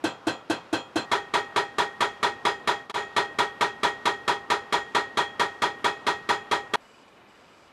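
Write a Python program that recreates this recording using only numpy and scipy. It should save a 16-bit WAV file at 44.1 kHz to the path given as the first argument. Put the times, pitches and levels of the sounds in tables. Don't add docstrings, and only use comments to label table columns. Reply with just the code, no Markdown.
import sys
import numpy as np
from scipy import signal
from scipy.fft import rfft, irfft
from scipy.io import wavfile
from scipy.ndimage import uniform_filter1d

SR = 44100
rng = np.random.default_rng(int(sys.argv[2]) if len(sys.argv) > 2 else 0)


def elevation(decibels):
    levels = np.asarray(decibels, float)
    return 10 ** (levels / 20)


def store_pcm(level_fs):
    pcm = np.round(np.clip(level_fs, -1, 1) * 32767).astype(np.int16)
    wavfile.write(sys.argv[1], SR, np.atleast_2d(pcm).T)


N = 340452
LENGTH = 2 ** 15

# hz, level_db, t60_s
LONG_RINGS = [(396, -9, .4), (422, -3, .36), (805, -2, .42), (1294, -14, .5), (1851, -10, .6),
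              (1884, -5.5, .66)]
LONG_RINGS += [(2540, -16, .42), (3265, -13, .34), (3298, -14, .42), (4200, -14, .22), (6080, -29, .26)]


def ramp(start_s, length_s):
    return np.clip((np.arange(N) / SR - start_s) / length_s, 0, 1)


def walk(rate_hz):
    k = int(SR / rate_hz)
    held = np.repeat(rng.standard_normal(N // k + 1), k)
    return uniform_filter1d(uniform_filter1d(held, k), k)[:N]


def bell(length, hz, octaves):
    frequency = np.fft.rfftfreq(length, 1 / SR) + 1
    shape = np.exp(-(np.log2(frequency / hz) / octaves) ** 2)
    return shape / np.sqrt(np.mean(shape ** 2))


def band(white, hz, octaves):
    length = 2 * white.shape[-1] - 2
    return irfft(white * bell(length, hz, octaves), length)


def rumble(spectrum, level_db):
    hz, density_db = np.transpose(spectrum)
    white, out = rfft(rng.standard_normal(2 ** 19)), 0
    for centre_hz in 28 * 2 ** np.arange(0, 9.2, .5):
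        band_db = np.interp(np.log(centre_hz), np.log(hz), density_db) + 10 * np.log10(centre_hz)
        out = out + elevation(band_db + 1.74 * walk(14)) * band(white, centre_hz, 1 / 3)[:N]
    return elevation(level_db) * out / out.std()


def working_engines():
    # hz, level_db (per Hz)
    working = [(15, -47), (25, -25), (285, -3), (694, -6.5), (812, 2), (1110, -16), (1300, -2.5),
               (1730, -14), (3250, -18.5), (13000, -46)]
    return rumble(working, -50.0)


def valve_clatter(white, phase):
    # hz, width_hz, level_db
    covers = [(1077, 70, 1), (2400, 250, -5), (2957, 40, 2.5), (3680, 51, -12)]
    pulse = np.exp(0.86 * (np.cos(phase) - 1))
    clatter = sum(elevation(db) * np.sqrt(width) * band(white, hz, width / hz)[:N] for hz, width, db in covers)
    return pulse * clatter / clatter.std()


def loaded_pump(white, phase):
    # start_s, length_s, whine_db
    pump_loads = [
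        (6.8, .23, -70.5),
        (7.068, .02, -70),
        (7.157, .015, -75),
        (7.27, 0.41, -72.5),
    ]
    whine_hz, hiss_hz, slew_s, hiss_db = 4860, 7750, 0.011, -12.5
    load = 0
    for start_s, length_s, db in pump_loads:
        load = load + elevation(db) * ramp(start_s, slew_s) * (1 - ramp(start_s + length_s, slew_s))
    tone = np.sin(2 * np.pi * np.cumsum(whine_hz * (1 + .012 * walk(200))) / SR)
    throb = 1 + .85 * np.cos(4 * phase)
    whine = load * elevation(-.5 + 3.5 * walk(110)) * throb * tone
    flow = bell(2 ** 19, hiss_hz, .09) + elevation(7.5) * bell(2 ** 19, whine_hz, 0.65)
    hiss = load * elevation(hiss_db + 4.5) * irfft(white * flow)[:N]
    return whine + hiss


def idling_site():
    # hz, level_db (per Hz)
    idling = [(15, -46), (25, -16), (293, -0.5), (1050, -3.5), (2440, -8.5), (2700, -16), (3000, -9),
              (3420, -14.5), (4940, -22.5), (13000, -36.5)]
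    level_db, clatter_hz = -54.5, 20.77
    white = rfft(rng.standard_normal(2 ** 19))
    phase = 2 * np.pi * np.cumsum(clatter_hz * (1 + 0.025 * walk(1.9))) / SR
    clatter = elevation(level_db - 6.0) * valve_clatter(white, phase)
    return rumble(idling, level_db) + clatter + loaded_pump(white, phase)


def blow_run(first_s, period_s, db, count, slowing=((0, 0), (1, 0)), sag_db=0):
    periods = period_s + np.interp(np.arange(count), *np.transpose(slowing))
    start_s = first_s + np.cumsum(periods) - periods
    return np.transpose([start_s, db + sag_db * (start_s - first_s)])


def place(blows, sounds, lag_s):
    track = np.zeros(N + 2 * SR)
    for (start_s, db), sound in zip(blows, sounds):
        i = int((start_s + lag_s + 1) * SR)
        track[i:i + len(sound)] += elevation(db) * sound
    return track[SR:SR + N]


def housing(modes, peak_s, level_db):
    t = np.arange(LENGTH) / SR
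    swell = (t / peak_s * np.exp(1 - t / peak_s)) ** 2
    tones = sum(elevation(db) * np.cos(2 * np.pi * hz * (t - peak_s)) for hz, db in modes)
    return elevation(level_db) * swell * tones


def shaking(blows, body, plates, echo_s, echo_db, strike=0.5, linger=1.3, drift=0.12):
    t = np.arange(LENGTH // 2) / SR
    f = np.fft.rfftfreq(len(t), 1 / SR)
    colour = 1 + sum((elevation(db) - 1) / (1 + (2 * (f - hz) / width) ** 2) for hz, width, db in plates)
    white = colour * rfft(rng.standard_normal((len(blows) + 2, len(t))))
    hz, *columns = np.transpose(body)
    same, loose = 0, 0
    for centre_hz in 40 * 2 ** (np.arange(26) / 3):
        db, rise, t60, like = (np.interp(np.log(centre_hz), np.log(hz), c) for c in columns)
        like = np.clip(like, 0, 1)
        onset = np.minimum(t / 0.0035, 1) ** 2
        swell = elevation(db) * onset * (1 - (1 - strike) * np.exp(-(t / rise) ** 2))
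        late = np.maximum(t - echo_s, 0)
        echo = elevation(echo_db - 60 * late / t60) * np.minimum(late / 0.0079, 1)
        shape = swell * (elevation(-60 * t / t60) + echo)
        noise = band(white, centre_hz, 1 / 4)
        same = same + np.sqrt(like) * shape * noise[:2]
        loose = loose + np.sqrt(1 - like) * swell * elevation(-60 * t / (linger * t60)) * noise[2:]
    turn = drift * np.array(blows)[:, :1]
    return np.cos(turn) * same[0] + np.sin(turn) * same[1] + loose


def steel(modes, bright_db, rise_s, lead_s, scatter, twin_db, split):
    t = np.arange(LENGTH) / SR
    hz, db, t60 = np.transpose(sorted(modes))[..., None]
    high = hz / 4000
    sense = (-1) ** np.arange(len(hz))[:, None]
    grow = 1 - np.exp(-(t / (rise_s * (0.5 + high))) ** 2)
    rings = sense * elevation(db - 60 * t / t60) * grow * np.exp(2j * np.pi * hz * (t + lead_s))
    offset_hz = hz * split * (1 + rng.random(hz.shape)) * sense
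    twins = elevation(twin_db) * np.minimum(high, 1) ** 2 * rings * np.exp(2j * np.pi * offset_hz * t)
    draws = rng.standard_normal((len(bright_db), 4, len(hz)))
    size, turn, real, imag = np.moveaxis(draws, 1, 0)
    bright = elevation(np.outer(bright_db, high))
    load = np.exp(scatter * np.minimum(0.19 + high.T ** 2, 1) * (size + 1j * turn))
    ring = (bright * load) @ rings + (bright * (real + 1j * imag)) @ twins
    return ring.imag * np.minimum(20 * (t[-1] - t), 1)


def breaker(blows, body, plates, modes, bright_db, body_db, steel_db, echo_s, echo_db, rise_s, lead_s):
    ring = steel(modes, bright_db, rise_s, lead_s, scatter=0.36, twin_db=-3.0, split=0.0061)
    ring[:, :LENGTH // 2] += elevation(body_db - steel_db) * shaking(blows, body, plates, echo_s, echo_db)
    return elevation(steel_db) * ring


def side_breaker(blows):
    # hz, level_db, rise_s, t60_s, likeness (of blows, 0-1)
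    body = [(50, -55, .02, 0.29, .95), (100, -28, 0.031, 0.47, 0.7), (203, -5, 0.0025, 0.21, 0.9),
            (330, -10.5, 0.0027, 0.23, 1), (786, -0.5, 0.01, 0.25, 0.91), (1570, -4.5, 0.012, 0.17, 0.94),
            (2150, -9, 0.01, 0.23, 1), (3480, -7.5, 0.014, 0.19, 0.9), (7000, -10.5, 0.0031, .17, 0.5),
            (10500, -11.5, 0.0031, 0.095, 0), (13500, -34, .003, 0.11, .1)]
    # hz, width_hz, lift_db
    plates = [(335, 70, 6.5), (568, 29, 4.5), (750, 69, 4), (1564, 130, 11.5), (2650, 96, 8),
              (3280, 370, 8), (4090, 120, 10.5)]
    # hz, level_db, t60_s
    modes = [(325, -5, 0.25), (429, -13.5, 0.49), (523.4, -9.5, 0.42), (790, -5, 0.33), (954, -6, 0.3),
             (1192, -13.0, 0.39), (1336, -12.5, 0.47), (1560, -18, 0.22), (1900, -15.5, 0.39),
             (2460, -33, 0.27), (2515, -15.5, 0.38), (3230, -10.5, 0.31), (3490, -32, 0.47),
             (3520, -18, 0.25), (4050, -5, 0.13), (4200, -11.5, 0.23), (4180, -3, 0.16), (4926, -42, 0.48),
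             (5900, -27, 0.2), (7418, -10, 0.16), (105.3, -5, 0.2), (3300, -11.5, 0.34),
             (7000, -17.5, 0.23), (748.0, 3, .12), (1644, -6, .1)]
    bright_db = [-3, 0.5, 1, -1.5, 3.5, 3.5]
    # hz, level_db
    boom = [(325, 0)]
    sounds = breaker(blows, body, plates, modes, bright_db, body_db=-6, steel_db=1,
                     echo_s=0.0077, echo_db=-7, rise_s=0.025, lead_s=.003)
    return sounds + housing(boom, peak_s=.009, level_db=9)


def front_breaker(blows):
    # hz, level_db, rise_s, t60_s, likeness (of blows, 0-1)
    body = [(49.6, -39.5, 0.01, 0.6, 0.72), (107, -30.5, 0.044, 0.61, 0.75), (205, -17, 0.013, 0.2, 0.87),
            (402, -10, 0.0023, 0.28, 0.9), (1040, -3.5, 0.023, 0.15, 0.99), (1795, 0, 0.0025, 0.2, 0.6),
            (2690, -9, 0.0072, 0.19, 0.61), (3700, -5, 0.0095, 0.17, 0.84),
            (7040, -16.5, 0.0045, 0.2, 0.68), (10500, -17.5, 0.0023, 0.13, 0.056),
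            (13500, -39, .003, .12, .1)]
    # hz, width_hz, lift_db
    plates = [(400, 42, 8.6), (834.4, 52, 14.3), (953, 25, 6.7), (1277, 255, 8.5), (1873, 42, 8),
              (3347, 236, 10.7), (3980, 300, 5.5), (6200, 100, 3.5), (7050, 1500, 2.8)]
    # hz, level_db, t60_s
    modes = [(104.8, -18, 0.33), (678.7, -6.5, 0.25), (933, -10, 0.2), (960, -3, 0.25), (978.7, -11, 0.095),
             (1177, -1.0, 0.19), (1238, 11.0, 0.073), (1466, -5.0, 0.23), (1552, -1.0, 0.13),
             (1730, -28, 0.18), (2274, -9, 0.22), (2386, -12.5, 0.28), (3286, -6, 0.12), (3517, -4.5, 0.15),
             (3880, -5.0, 0.1), (4970, -15, 0.21), (7000, -22, 0.29)] + LONG_RINGS
    # hz, level_db
    boom = [(915, -8), (940, -4), (973, -0.5)]
    sounds = breaker(blows, body, plates, modes, np.zeros(len(blows)), body_db=-4.5, steel_db=-1.0,
                     echo_s=0.032, echo_db=-17.5, rise_s=0.011, lead_s=0.003078)
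    return sounds + housing(boom, peak_s=.023, level_db=0.5)


def scene():
    # first_s, period_s
    side_run = (-.19335, .22945)
    front_run = (.8899, .22268)
    later_run = (2.9379, .2223)
    # blow_number, longer_s
    binding = [
        (0, 0),
        (10, .0016),
        (16, .0006),
    ]
    front_cut_s, dip_s, idle_cut_s, cut_s = 1.0535, 2.92, 6.7577, .002
    fade_s, fade_bend = 0.11, 0.74

    engines = working_engines()
    aside = blow_run(*side_run, db=-28.5, count=6)
    ahead = blow_run(*front_run, db=-24.5, count=10)
    later = blow_run(*later_run, db=-24, count=18, slowing=binding, sag_db=-0.21)
    side = side_breaker(aside)
    front = front_breaker(np.vstack([ahead, later]))

    to_front = ramp(front_cut_s, cut_s)
    to_idle = ramp(idle_cut_s - cut_s / 2, cut_s)
    fade_out = (1 - ramp(dip_s - fade_s, fade_s)) ** fade_bend
    fade_in = ramp(dip_s, fade_s) ** fade_bend
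    near_engines = elevation(3.0) * engines
    mix = (place(aside, side, 0.00159) + engines) * (1 - to_front)
    mix += (place(ahead, front, .0006) + near_engines) * to_front * fade_out
    mix += (place(later, front[len(ahead):], 0.0018) + near_engines) * fade_in * (1 - to_idle)
    mix += idling_site() * to_idle
    return mix[None] + elevation(-23) * engines


def roll_off(x):
    return signal.sosfilt(signal.butter(12, 15700, fs=SR, output="sos"), x)


def record(dry):
    top_hz = 13400
    low = signal.sosfiltfilt(signal.ellip(8, .1, 50, top_hz, fs=SR, output="sos"), dry)
    top = elevation(-23) * (dry - low)
    return roll_off(low + top)


dry = scene()
out = record(dry)
store_pcm(out)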